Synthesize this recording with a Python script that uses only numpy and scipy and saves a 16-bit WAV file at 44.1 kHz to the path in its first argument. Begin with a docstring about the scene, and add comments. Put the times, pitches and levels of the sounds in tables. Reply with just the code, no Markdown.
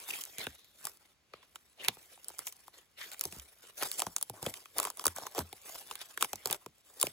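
"""Gloved hands cut birch bark with a knife and peel it from a fallen log in a quiet forest.
First come short scrapes and sparse snaps, with a sharp crack near 1.9 s. Rubbing and tearing crackle;
each snapping fibre sends a falling chirp through the curled sheet and thumps the log. From 3.8 to
5.5 s the snaps crowd together and hard tugs rock the log. The last strong bursts come near 6.2, 6.5
and 7 s. Faint wind lies under it all, and the recorder adds its own stereo colouring."""
import sys
import numpy as np
from scipy import signal
from scipy.fft import rfft, irfft, next_fast_len
from scipy.io import wavfile
from scipy.ndimage import uniform_filter1d, map_coordinates

SR = 44100
rng = np.random.default_rng(int(sys.argv[2]) if len(sys.argv) > 2 else 0)


def bounce(signal):
    """Save signal as a 16-bit WAV file at the path given by the first command-line argument."""
    frames = np.transpose(np.atleast_2d(signal))
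    limited = np.clip(frames, -1, 1)
    pcm = np.round(limited * 32767).astype(np.int16)
    wavfile.write(sys.argv[1], SR, pcm)


N = 313992

# Pulls and scrapes of blade and gloves, before each layer's own trim:
# (start [s], length [s], crackle [dB], rustle over crackle [dB], scrape over crackle [dB])
PULLS = [(.09, 0.11, -45.5, -9, -2.5), (0.391, 0.046, -47, -4, 7), (.842, 0.024, -48, -6.5, -5),
         (.895, 0.0094, -54, -12, -11), (1.0, 0.11, -72, -4, 1), (1.329, 0.11, -77, 8.5, 11.5),
         (1.553, 0.0036, -60.5, -7.5, -9), (1.798, 0.1, -61.5, 7, 8), (2.11, 0.029, -61.5, -6.5, 1),
         (2.265, 0.055, -57, -6, -3), (2.38, 0.046, -59, -5.5, -2), (2.47, .015, -46, -16.5, -12),
         (2.74, 0.074, -64.5, -2.5, 2.5), (2.986, .075, -57, -6.5, 7), (3.078, 0.071, -54.5, -7.5, -2.5),
         (3.234, 0.049, -49.5, -8, -8.5), (3.338, 0.066, -50, -7.5, -6), (3.631, 0.065, -59.5, -6, -0.5),
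         (3.781, .19, -45, -14.5, -8.5), (3.817, 0.014, -38.5, -4.5, -1), (3.987, 0.011, -40.5, -13, -10),
         (4.024, 0.051, -50, 0, -8), (4.1, 0.13, -59, -10, -21), (4.335, 0.059, -59, 4, -10),
         (4.428, 0.076, -47.5, -5, -8), (4.54, 0.062, -53.5, -7.5, -5), (4.773, 0.094, -44.5, -1, -3),
         (4.987, 0.12, -54, -4.5, -6.5), (5.172, 0.091, -50, 1, -4.5), (5.358, 0.049, -46, 1, -3.5),
         (5.664, .145, -49.5, -7.5, -6.5), (5.898, 0.018, -47.5, -5.5, -1), (5.999, .02, -51, -6.5, 2),
         (6.095, 0.014, -57, -3.5, -2), (6.217, 0.024, -40.5, -8.5, -6), (6.359, 0.11, -64.5, -3.5, 4),
         (6.471, 0.079, -48.5, -1, -5.5), (6.89, 0.097, -61.5, -5.5, -12), (7.004, 0.065, -45, -8.5, -6.5)]
# Gloves and sleeves shifting on the bark between strokes: (time [s], crackle [dB])
GLOVE_LEVELS = [(0, -51), (.3, -57.5), (.5, -59.5), (.68, -75.5), (.81, -59), (.96, -79), (1.25, -92),
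                (1.45, -72), (1.75, -73), (1.95, -62), (2.6, -64), (2.92, -77.5), (3.2, -58), (3.55, -66.5),
                (4.7, -65), (5.9, -58.5), (6.75, -73.5), (7.12, -58)]
# Tone of the tearing papery layers: (frequency [Hz], level [dB])
CRACKLE_TONE = [(2500, -46.5), (5000, -1), (6400, -3), (8500, 2), (10500, 0), (13500, -1), (15500, -3.5),
                (17000, -19.5)]
# Tone of the hollow sheet: (frequency [Hz], level [dB])
RUSTLE_TONE = [(40, -34.5), (100, -13.5), (250, -7), (380, 1.5), (700, 0), (1150, -2), (1600, -10),
               (2600, -35), (5000, -59)]
# Tone of the scraped surface: (frequency [Hz], level [dB])
SCRAPE_TONE = [(700, -25.5), (1400, -2.5), (1900, 1), (2700, 0), (3600, 1), (5500, -8.5), (7500, -20),
               (12000, -45.5)]
# Fibres breaking: (time [s], crack [dB], splinter [dB], sheet pitch [Hz], sheet [dB])
FIBRE_BREAKS = [(.238, -41.5, -51, 1220, -66), (.253, -45.5, -65, 1260, -75), (0.384, -41, -45, 1550, -63),
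                (.4684, -45.5, -39, 1400, -42.5), (.6455, -63, -68, 1200, -83),
                (.8533, -35.5, -52, 775, -51.5), (0.8701, -38.5, -48.5, 1150, -44),
                (.9722, -62, -73, 1200, -78), (1.3368, -66, -50.5, 1220, -50), (1.429, -75, -66, 1010, -65),
                (1.558, -49, -49.5, 1240, -51), (1.8479, -45, -44, 970, -58), (1.8812, -47, -44, 1050, -45),
                (1.8844, -27, -25.5, 787, -36), (1.9702, -65.5, -66, 785, -57),
                (2.1763, -73.5, -71, 770, -60), (2.245, -49, -67, 1370, -72),
                (2.2841, -38.5, -61, 1050, -66), (2.302, -55.5, -72, 810, -54.5),
                (2.3857, -45, -63, 960, -66), (2.3914, -37, -50, 1130, -48.5),
                (2.4696, -38, -53, 1000, -65), (2.474, -46, -45.5, 920, -55),
                (2.5253, -50.5, -59.5, 1120, -68), (2.6807, -56, -63.5, 1010, -51.5),
                (3.117, -49.5, -51.5, 870, -69), (3.1442, -56, -53, 1400, -57),
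                (3.1946, -42, -55.5, 910, -70), (3.211, -31, -42, 1270, -50.5), (3.239, -38, -48, 900, -58),
                (3.2536, -36, -47, 855, -57), (3.325, -48, -52, 1200, -59.5),
                (3.398, -49, -52.5, 1230, -74), (3.8253, -36, -45.5, 1150, -38.5),
                (3.8325, -33, -43, 1060, -40.5), (3.9159, -35.5, -44, 1520, -61),
                (3.9951, -35.5, -45, 705, -48), (4.0022, -34, -42, 765, -49), (4.02, -32, -37, 970, -34.5),
                (4.0671, -42.5, -49.5, 910, -37), (4.1642, -29.5, -42, 1170, -44.5),
                (4.183, -43.5, -54, 820, -59), (4.2127, -42.5, -53, 1130, -54.5),
                (4.227, -29.5, -44.5, 830, -51.5), (4.2978, -41, -54, 810, -45.5),
                (4.4284, -43, -48, 880, -47), (4.4641, -38.5, -37.5, 870, -41.5),
                (4.5401, -44.5, -46, 1090, -58), (4.6573, -58.5, -54, 1240, -54.5),
                (4.784, -28.5, -42.5, 825, -44.5), (4.7889, -39.5, -40.5, 1100, -39),
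                (4.8003, -29.5, -42, 1140, -37), (4.8301, -36.5, -49, 1030, -47),
                (4.841, -40.5, -60, 1050, -46), (4.8517, -35, -44, 1080, -39.5),
                (4.8718, -46, -52.5, 990, -40.5), (4.9021, -40, -54, 1006, -47.5),
                (4.9727, -47, -63, 1080, -61), (4.9956, -41, -49.5, 1150, -44),
                (5.0409, -42.5, -50.5, 980, -45), (5.0539, -35, -51.5, 1200, -51),
                (5.0566, -28.5, -50, 1160, -32.5), (5.0672, -23.5, -37.5, 1080, -40),
                (5.08, -34.5, -49, 1480, -40.5), (5.1629, -42, -67, 970, -55), (5.184, -45, -60, 740, -41),
                (5.268, -44, -51, 990, -41.5), (5.3496, -45, -60, 825, -48), (5.3802, -42, -44.5, 800, -42),
                (5.3907, -35.5, -42, 1010, -40), (5.5285, -48, -49, 790, -50),
                (5.9119, -44.5, -45.5, 1040, -43), (5.955, -43.5, -47, 1180, -55.5),
                (6.1755, -40, -46, 1670, -38.5), (6.21, -41, -42, 1160, -49),
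                (6.2253, -27, -30.5, 1100, -28.5), (6.246, -37.5, -41, 840, -41),
                (6.332, -37.5, -44.5, 786, -39), (6.3575, -44.5, -60, 850, -64),
                (6.458, -31, -43, 1220, -46), (6.4729, -37.5, -51.5, 810, -47),
                (6.5008, -49, -42, 1050, -46.5), (6.5106, -33, -48.5, 890, -53),
                (6.5142, -40.5, -43.5, 820, -41), (6.5277, -30, -36, 800, -46.5),
                (6.5455, -45.5, -48, 990, -51), (6.6621, -50.5, -54.5, 970, -49),
                (7.0, -42.5, -53, 1066, -65), (7.014, -28, -43, 1050, -54), (7.0287, -24, -34, 1020, -35.5),
                (7.0691, -38, -39, 680, -43.5)]
# An edge juddering over the bark: (middle [s], half length [s], pitch [Hz], ring [dB], crackle [dB])
JUDDERS = [(0.108, 0.0031, 2620, -30.5, -37), (0.137, 0.0059, 2580, -39.5, -43),
           (0.161, 0.024, 2580, -48.5, -44.5), (0.215, 0.0066, 3030, -45, -35.5),
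           (0.6, 0.14, 3850, -67, -94), (1.39, 0.085, 2740, -72, -84), (1.808, 0.017, 2890, -49.5, -77),
           (1.843, 0.027, 2030, -51, -57.5), (1.854, .015, 2530, -44.5, -48.5),
           (3.026, 0.022, 1970, -46.5, -51), (3.825, .012, 1920, -41.5, -48.5),
           (6.014, .006, 3100, -48.5, -60.5)]
# Hand and knife bumping the log: (time [s], knock [dB], thud [dB])
LOG_BUMPS = [(.3835, -58, -53), (0.4678, -42.5, -46), (1.3372, -50, -62.5), (1.8842, -40, -46),
             (1.9695, -58.5, -65), (2.3026, -57, -70), (2.3914, -55.5, -64), (3.2535, -44.5, -49.5),
             (3.325, -59, -55), (3.3638, -60, -52.5), (3.8248, -42, -62), (4.0669, -47, -44),
             (4.2981, -49.5, -47), (4.4268, -44.5, -44), (4.466, -33.5, -38.5), (4.7887, -41.5, -60),
             (4.8519, -46.5, -64), (5.0666, -37, -47.5), (5.184, -48, -74), (5.3808, -32, -46),
             (5.3917, -43, -38.5), (5.5289, -54, -61), (6.246, -54, -61), (6.3319, -44, -53),
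             (6.458, -40.5, -53), (6.5016, -45, -49), (6.6626, -47.5, -53.5), (7.0365, -35.5, -45.5),
             (7.0687, -44, -52)]
# Tone of the log thudding on soft ground: (frequency [Hz], level [dB])
THUD_TONE = [(20, -45.5), (32, -29), (50, -9.5), (80, -7), (130, 1.5), (220, -1.5), (330, -7.5), (700, -47)]
# Hard tugs that rock the whole log: (time [s], pitch [Hz], level [dB])
TUGS = [(0.483, 72, -49), (1.892, 79.5, -77), (3.26, 88, -47), (3.38, 67, -42), (4.317, 108, -50),
        (4.473, 103, -49), (5.074, 84.6, -39), (5.406, 84, -33.5)]
# Echo among the trees: (frequency [Hz], time to fade by 60 dB [s])
ECHO_TIMES = [(100, 0.16), (1000, 0.17), (3500, 0.18), (8000, 0.12), (16000, .12)]
# Tone of the far wind: (frequency [Hz], level [dB])
WIND_TONE = [(20, -23), (40, -10), (65, 1), (120, -6), (300, -11), (1000, -14.5), (2500, -14),
             (6000, -19.5), (16000, -30.5)]
# The recorder's stereo colouring, in phase: (frequency [Hz], left minus right [radians])
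STEREO_PHASE = [(0, 0.4), (400, -0.05), (1100, 0.5), (1850, -1.5), (2760, 2.03), (4400, 0.33), (5300, 2.5),
                (6000, 0.62), (7000, 0.3), (8000, -1.94), (8700, -2.5), (10300, -7), (11900, -10),
                (13400, -12), (15100, -17), (16500, -17)]
# The recorder's stereo colouring, in level: (frequency [Hz], left minus right [dB])
STEREO_LEVEL = [(500, 0), (1500, 2.5), (3000, 0), (4400, 1.9), (6000, -4.5), (7000, -1.5), (7800, 0.5),
                (9500, 0)]

LOW_CUT_HZ, TOP_HZ = 28, 15900
TREBLE_APART = .16  # share of the crackle's noise power that left and right do not have in common


def strokes():
    """Blade and gloves scrape the bark; its layers tear and the loose sheet rustles."""
    grip_db = 2.67 * wobble(70)  # sticking and slipping shakes all layers together
    crackle_db, rustle_db, scrape_db = grip_db + stroke_levels()
    rustle = amp(rustle_db - 2) * fibres(RUSTLE_TONE, per_s=630, spread_db=3.5, friction=.96, apart=.083)
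    scrape = amp(scrape_db - 1.5) * fibres(SCRAPE_TONE, per_s=1600, spread_db=3.5, apart=.65)
    crackle = amp(crackle_db - .15) * fibres(CRACKLE_TONE, per_s=2000, spread_db=5.5)
    tearing = np.clip((rustle_db + 65.5) / 16, 0, 1)  # only a firm pull breaks splinters loose
    woody = tearing * amp(rustle_db - 4) * splinters()
    return rustle + scrape + crackle + woody


def stroke_levels(grab_db_per_s=746, let_go_db_per_s=504.5, settle_db_per_s=147):
    """Crackle, rustle and scrape in dB: each stroke grabs, holds and lets go over quiet handling."""
    t = np.linspace(0, N / SR, 4000)
    handling_db = np.interp(t, *np.transpose(GLOVE_LEVELS))
    power = amp(handling_db + np.c_[[0, -9.5, -3.5]]) ** 2  # rows: crackle, rustle, scrape
    for start, length, db, rustle_db, scrape_db in PULLS:
        early, late = np.maximum(start - t, 0), np.maximum(t - start - length, 0)
        settle_db = -10.5 - settle_db_per_s * late  # the bent bark creaks on after it is let go
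        effort_db = np.maximum(-let_go_db_per_s * late, settle_db) - grab_db_per_s * early
        power += amp(db + effort_db + np.c_[[0, rustle_db, scrape_db]]) ** 2
    return [np.interp(np.arange(N) / SR, t, 10 * np.log10(layer)) for layer in power]


def fibres(tone, per_s, spread_db, friction=1, patchy_db=4, apart=TREBLE_APART):
    """Tiny breaks of uneven size over smooth rubbing, in stereo at a steady level of 1."""
    happens = rng.random(N) < per_s / SR
    breaks = happens * amp(spread_db * np.minimum(rng.exponential(size=N), 4))
    force = patchy((unit(breaks) + friction) * stereo_noise(N, apart), patchy_db)
    sound = filtered(force, lambda hz: amp(along(tone, hz)) * bending(hz, travel_s=.001018))
    power = uniform_filter1d(np.mean(sound ** 2, axis=0), size=2600)
    return sound / np.sqrt(np.abs(power) + 1e-12)


def splinters(per_s=240, pitch_hz=1700, spread_octaves=1.5, fade_cycles=1.8, spread_db=4, size=512):
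    """Woody grains: each tiny splinter rings for a few cycles at its own pitch."""
    when, pitch, strength = rng.random((int(per_s * N / SR), 3)).T
    hz = pitch_hz * 2 ** (spread_octaves * (2 * pitch[:, None] - 1))
    cycles = hz * np.arange(size) / SR
    gain = amp(spread_db * np.minimum(-np.log(1 - strength[:, None]), 3))
    grains = gain * np.exp(-cycles / fade_cycles) * np.sin(2 * np.pi * cycles)
    index = (when * N).astype(int)[:, None] + np.arange(size)
    return unit(np.bincount(index.ravel(), grains.ravel(), N + size)[:N])  # add up all the grains


def snaps(size=12288):
    """Each break cracks, rings a splinter, chirps through the sheet and faintly shakes the log."""
    out, t, hz = np.zeros((2, N + size)), np.arange(size) / SR, np.fft.rfftfreq(size, 1 / SR)
    crisp, heavy = tone_filter(CRACKLE_TONE, hz), tone_filter(THUD_TONE, hz)
    for time, crack_db, splinter_db, sheet_hz, sheet_db in FIBRE_BREAKS:
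        chirp = falling_chirp(hz)
        colour = shard_tone(hz)
        crack = colour * crisp
        crack = crack * fracture(t, fade_s=.002, chatter_db=-11.5, chatter_s=.014, apart=TREBLE_APART)
        # a drier crack comes from a thinner, higher splinter
        splinter_hz = 2845 * 2 ** ((crack_db - splinter_db) / 42.5)
        splinter = colour * resonance(hz, splinter_hz, q=1.3) ** 2
        splinter = splinter * fracture(t, fade_s=.0029, chatter_db=-13, chatter_s=.028, apart=.44)
        sheet = resonance(hz, sheet_hz, q=3.6) * resonance(hz, sheet_hz, q=1)
        sheet *= chirp * (1 + .6 * scatter(t, fade_s=.016))
        bark = at_level(crack, crack_db) + at_level(splinter, splinter_db) + at_level(sheet, sheet_db)
        thump = log_thump(t, chirp, heavy, knock_db=sheet_db - 14, thud_db=sheet_db - 30)
        add(out, time, bark + thump)
    return out[:, :N]


def fracture(t, fade_s, chatter_db, chatter_s, apart):
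    """Spectrum of one break: fibres start to give, let go at once, then chatter away."""
    before = t[::-1]  # add() moves the end of this sound to just before the break
    release = amp(-60 * t / fade_s) + amp(-60 * before / .0015) + amp(-34.5 - 60 * before / .018)
    chatter = amp(chatter_db - 60 * t / chatter_s)
    return rfft(release * stereo_noise(len(t), apart / 2) + chatter * stereo_noise(len(t), apart))


def shard_tone(hz, depth_db=2.4, count=22):
    """Every broken piece has its own uneven tone."""
    bands_hz = np.geomspace(1000, TOP_HZ, count)
    return tone_filter(np.column_stack([bands_hz, depth_db * rng.standard_normal(count)]), hz)


def falling_chirp(hz):
    """The chirp of a bending wave; each one travels its own distance."""
    return bending(hz, travel_s=.000851 * np.exp(.25 * rng.standard_normal()))


def bending(hz, travel_s):
    """Low notes travel more slowly through a bending sheet; travel_s is the delay near 1 kHz."""
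    delay = travel_s * (1000 / (hz + 30)) ** .856
    return np.exp(-2j * np.pi * np.cumsum(delay) * hz[1])


def rasps():
    """Quick slips make the bark ring at one pitch, with a spray of fine crackle."""
    out, t = np.zeros((2, N)), np.arange(N) / SR
    spray = fibres(CRACKLE_TONE, per_s=3100, spread_db=8.5, friction=.7, patchy_db=3.5)
    slips = stereo_noise(N, apart=.7) * amp(2 * wobble(500))
    for middle, half_length, pitch, ring_db, crackle_db in JUDDERS:
        ring = filtered(slips, lambda hz: resonance(hz, pitch, q=6.4) * resonance(hz, pitch, q=.93))
        swell = np.exp(-((t - middle) / half_length) ** 2)
        out += swell * (amp(ring_db) * unit(ring) + amp(crackle_db) * spray)
    return out


def bumps(size=12288):
    """Hand and knife send dull blows straight into the log."""
    out, t, hz = np.zeros((2, N + size)), np.arange(size) / SR, np.fft.rfftfreq(size, 1 / SR)
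    heavy = tone_filter(THUD_TONE, hz)
    for time, knock_db, thud_db in LOG_BUMPS:
        add(out, time, log_thump(t, falling_chirp(hz), heavy, knock_db, thud_db))
    return out[:, :N]


def log_thump(t, chirp, heavy, knock_db, thud_db):
    """The wood knocks and the log thuds on the soft ground."""
    hz = np.fft.rfftfreq(len(t), 1 / SR)
    wood = resonance(hz, 404, q=1.86) * resonance(hz, 540, q=1.15)
    knock = wood * chirp * (1 + .77 * scatter(t, fade_s=.029))
    thud = heavy * chirp * (1 + .72 * scatter(t, fade_s=.13))
    return at_level(knock, knock_db) + at_level(thud, thud_db)


def rocking(rise_s=.011, fade_s=.17):
    """A tug makes the log swing briefly at its lowest note."""
    out, t = np.zeros(N + SR), np.arange(SR // 2) / SR
    for time, hz, db in TUGS:
        swell = amp(db - 60 * t / fade_s) * (1 - np.exp(-t / rise_s))
        out[round(time * SR):][:len(t)] += swell * np.sin(2 * np.pi * hz * t)
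    return out[:N]


def tree_echoes(sound):
    """The trees send back a short, blurred echo, different on each side."""
    hz, t, noise = signal.stft(rng.standard_normal((2, SR // 2)), SR, nperseg=128)
    fade = amp(-60 * t / along(ECHO_TIMES, hz)[:, None])
    tail = signal.istft(noise * fade, SR, nperseg=128)[1]
    return signal.fftconvolve(sound, tail / np.linalg.norm(tail[0]), axes=1)[:, :N]


def wind():
    """Faint, steady wind in far trees."""
    return amp(-73) * unit(filtered(stereo_noise(N, apart=.4), lambda hz: amp(along(WIND_TONE, hz))))


def patchy(sound, depth_db):
    """Shifting resonances: random patches of time and pitch get louder or softer."""
    cells = signal.stft(sound, nperseg=512)[2]
    patches = uniform_filter1d(rng.standard_normal(cells.shape[1:]), size=4, axis=0)
    patches = uniform_filter1d(patches, size=7, axis=1)
    return signal.istft(cells * amp(depth_db * unit(patches)), nperseg=512)[1][:, :N]


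def scatter(t, fade_s):
    """Spectrum of a noisy ring that drops 60 dB in fade_s."""
    ring = amp(-60 * t / fade_s) * rng.standard_normal(len(t))
    return rfft(ring / np.linalg.norm(ring))


def resonance(hz, pitch_hz, q):
    """A filter that rings at one pitch; a higher q rings longer."""
    damping = 1j * hz * pitch_hz / q
    return damping / (pitch_hz ** 2 - hz ** 2 + damping)


def tone_filter(points, hz):
    """A filter with this (Hz, dB) shape that never sounds before it is struck (minimum phase)."""
    cepstrum = irfft(np.log(amp(along(points, hz))))
    half = len(cepstrum) // 2
    cepstrum[1:half] *= 2
    cepstrum[half + 1:] = 0
    return np.exp(rfft(cepstrum))


def filtered(sound, response):
    """Change the level and phase of each frequency as response(hz) says."""
    size = next_fast_len(N + SR // 2)
    return irfft(rfft(sound, size) * response(np.fft.rfftfreq(size, 1 / SR)), size)[..., :N]


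def stereo_noise(length, apart):
    """One shared noise plus one for each side; apart runs from 0 (alike) to 1 (unrelated)."""
    noise = rng.standard_normal((3, length))
    return np.sqrt(1 - apart) * noise[0] + np.sqrt(apart) * noise[1:]


def wobble(per_s):
    """A smooth curve through per_s random points a second."""
    return map_coordinates(rng.standard_normal(int(N * per_s / SR) + 4), [np.arange(N) * per_s / SR])


def add(out, time, sound, lead_samples=400):
    """Mix a sound in at this time, moving its end to the front as a lead-in."""
    start = round(time * SR) - lead_samples
    out[:, start:start + sound.shape[-1]] += np.roll(sound, lead_samples, axis=-1)


def at_level(spectrum, db):
    """Turn a spectrum into a short sound with the energy of 10 ms at this level."""
    sound = irfft(spectrum)
    return amp(db) * unit(sound) * np.sqrt(SR / 100 / sound.shape[-1])


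def along(points, hz):
    """Read between (Hz, value) points on a log frequency scale."""
    points_hz, values = np.transpose(points)
    return np.interp(np.log(hz + 1), np.log(points_hz + 1), values)


def amp(db):
    """Turn decibels into a gain."""
    return 10 ** (np.asarray(db) / 20)


def unit(x):
    """Scale to an average (rms) level of 1."""
    return x / np.sqrt(np.mean(x ** 2) + 1e-20)


def scene():
    """The bark and the log, then the trees' weak echo and the wind."""
    work = strokes() + rasps() + snaps() + bumps() + rocking()
    return work + amp(-25) * tree_echoes(work) + wind()


def record(dry):
    """The recorder's stereo colouring: left and right differ in phase and level by frequency."""
    def response(hz):
        sides = np.array([[.5], [-.5]])  # left and right each take half the difference
        colouring = np.exp(1j * along(STEREO_PHASE, hz) * sides) * amp(along(STEREO_LEVEL, hz) * sides)
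        low_cut = 1j * hz / (LOW_CUT_HZ + 1j * hz)
        return colouring * low_cut * (hz < TOP_HZ)  # soften deep rumble, cut off the top treble
    return filtered(dry, response)


dry = scene()
out = record(dry)
bounce(out)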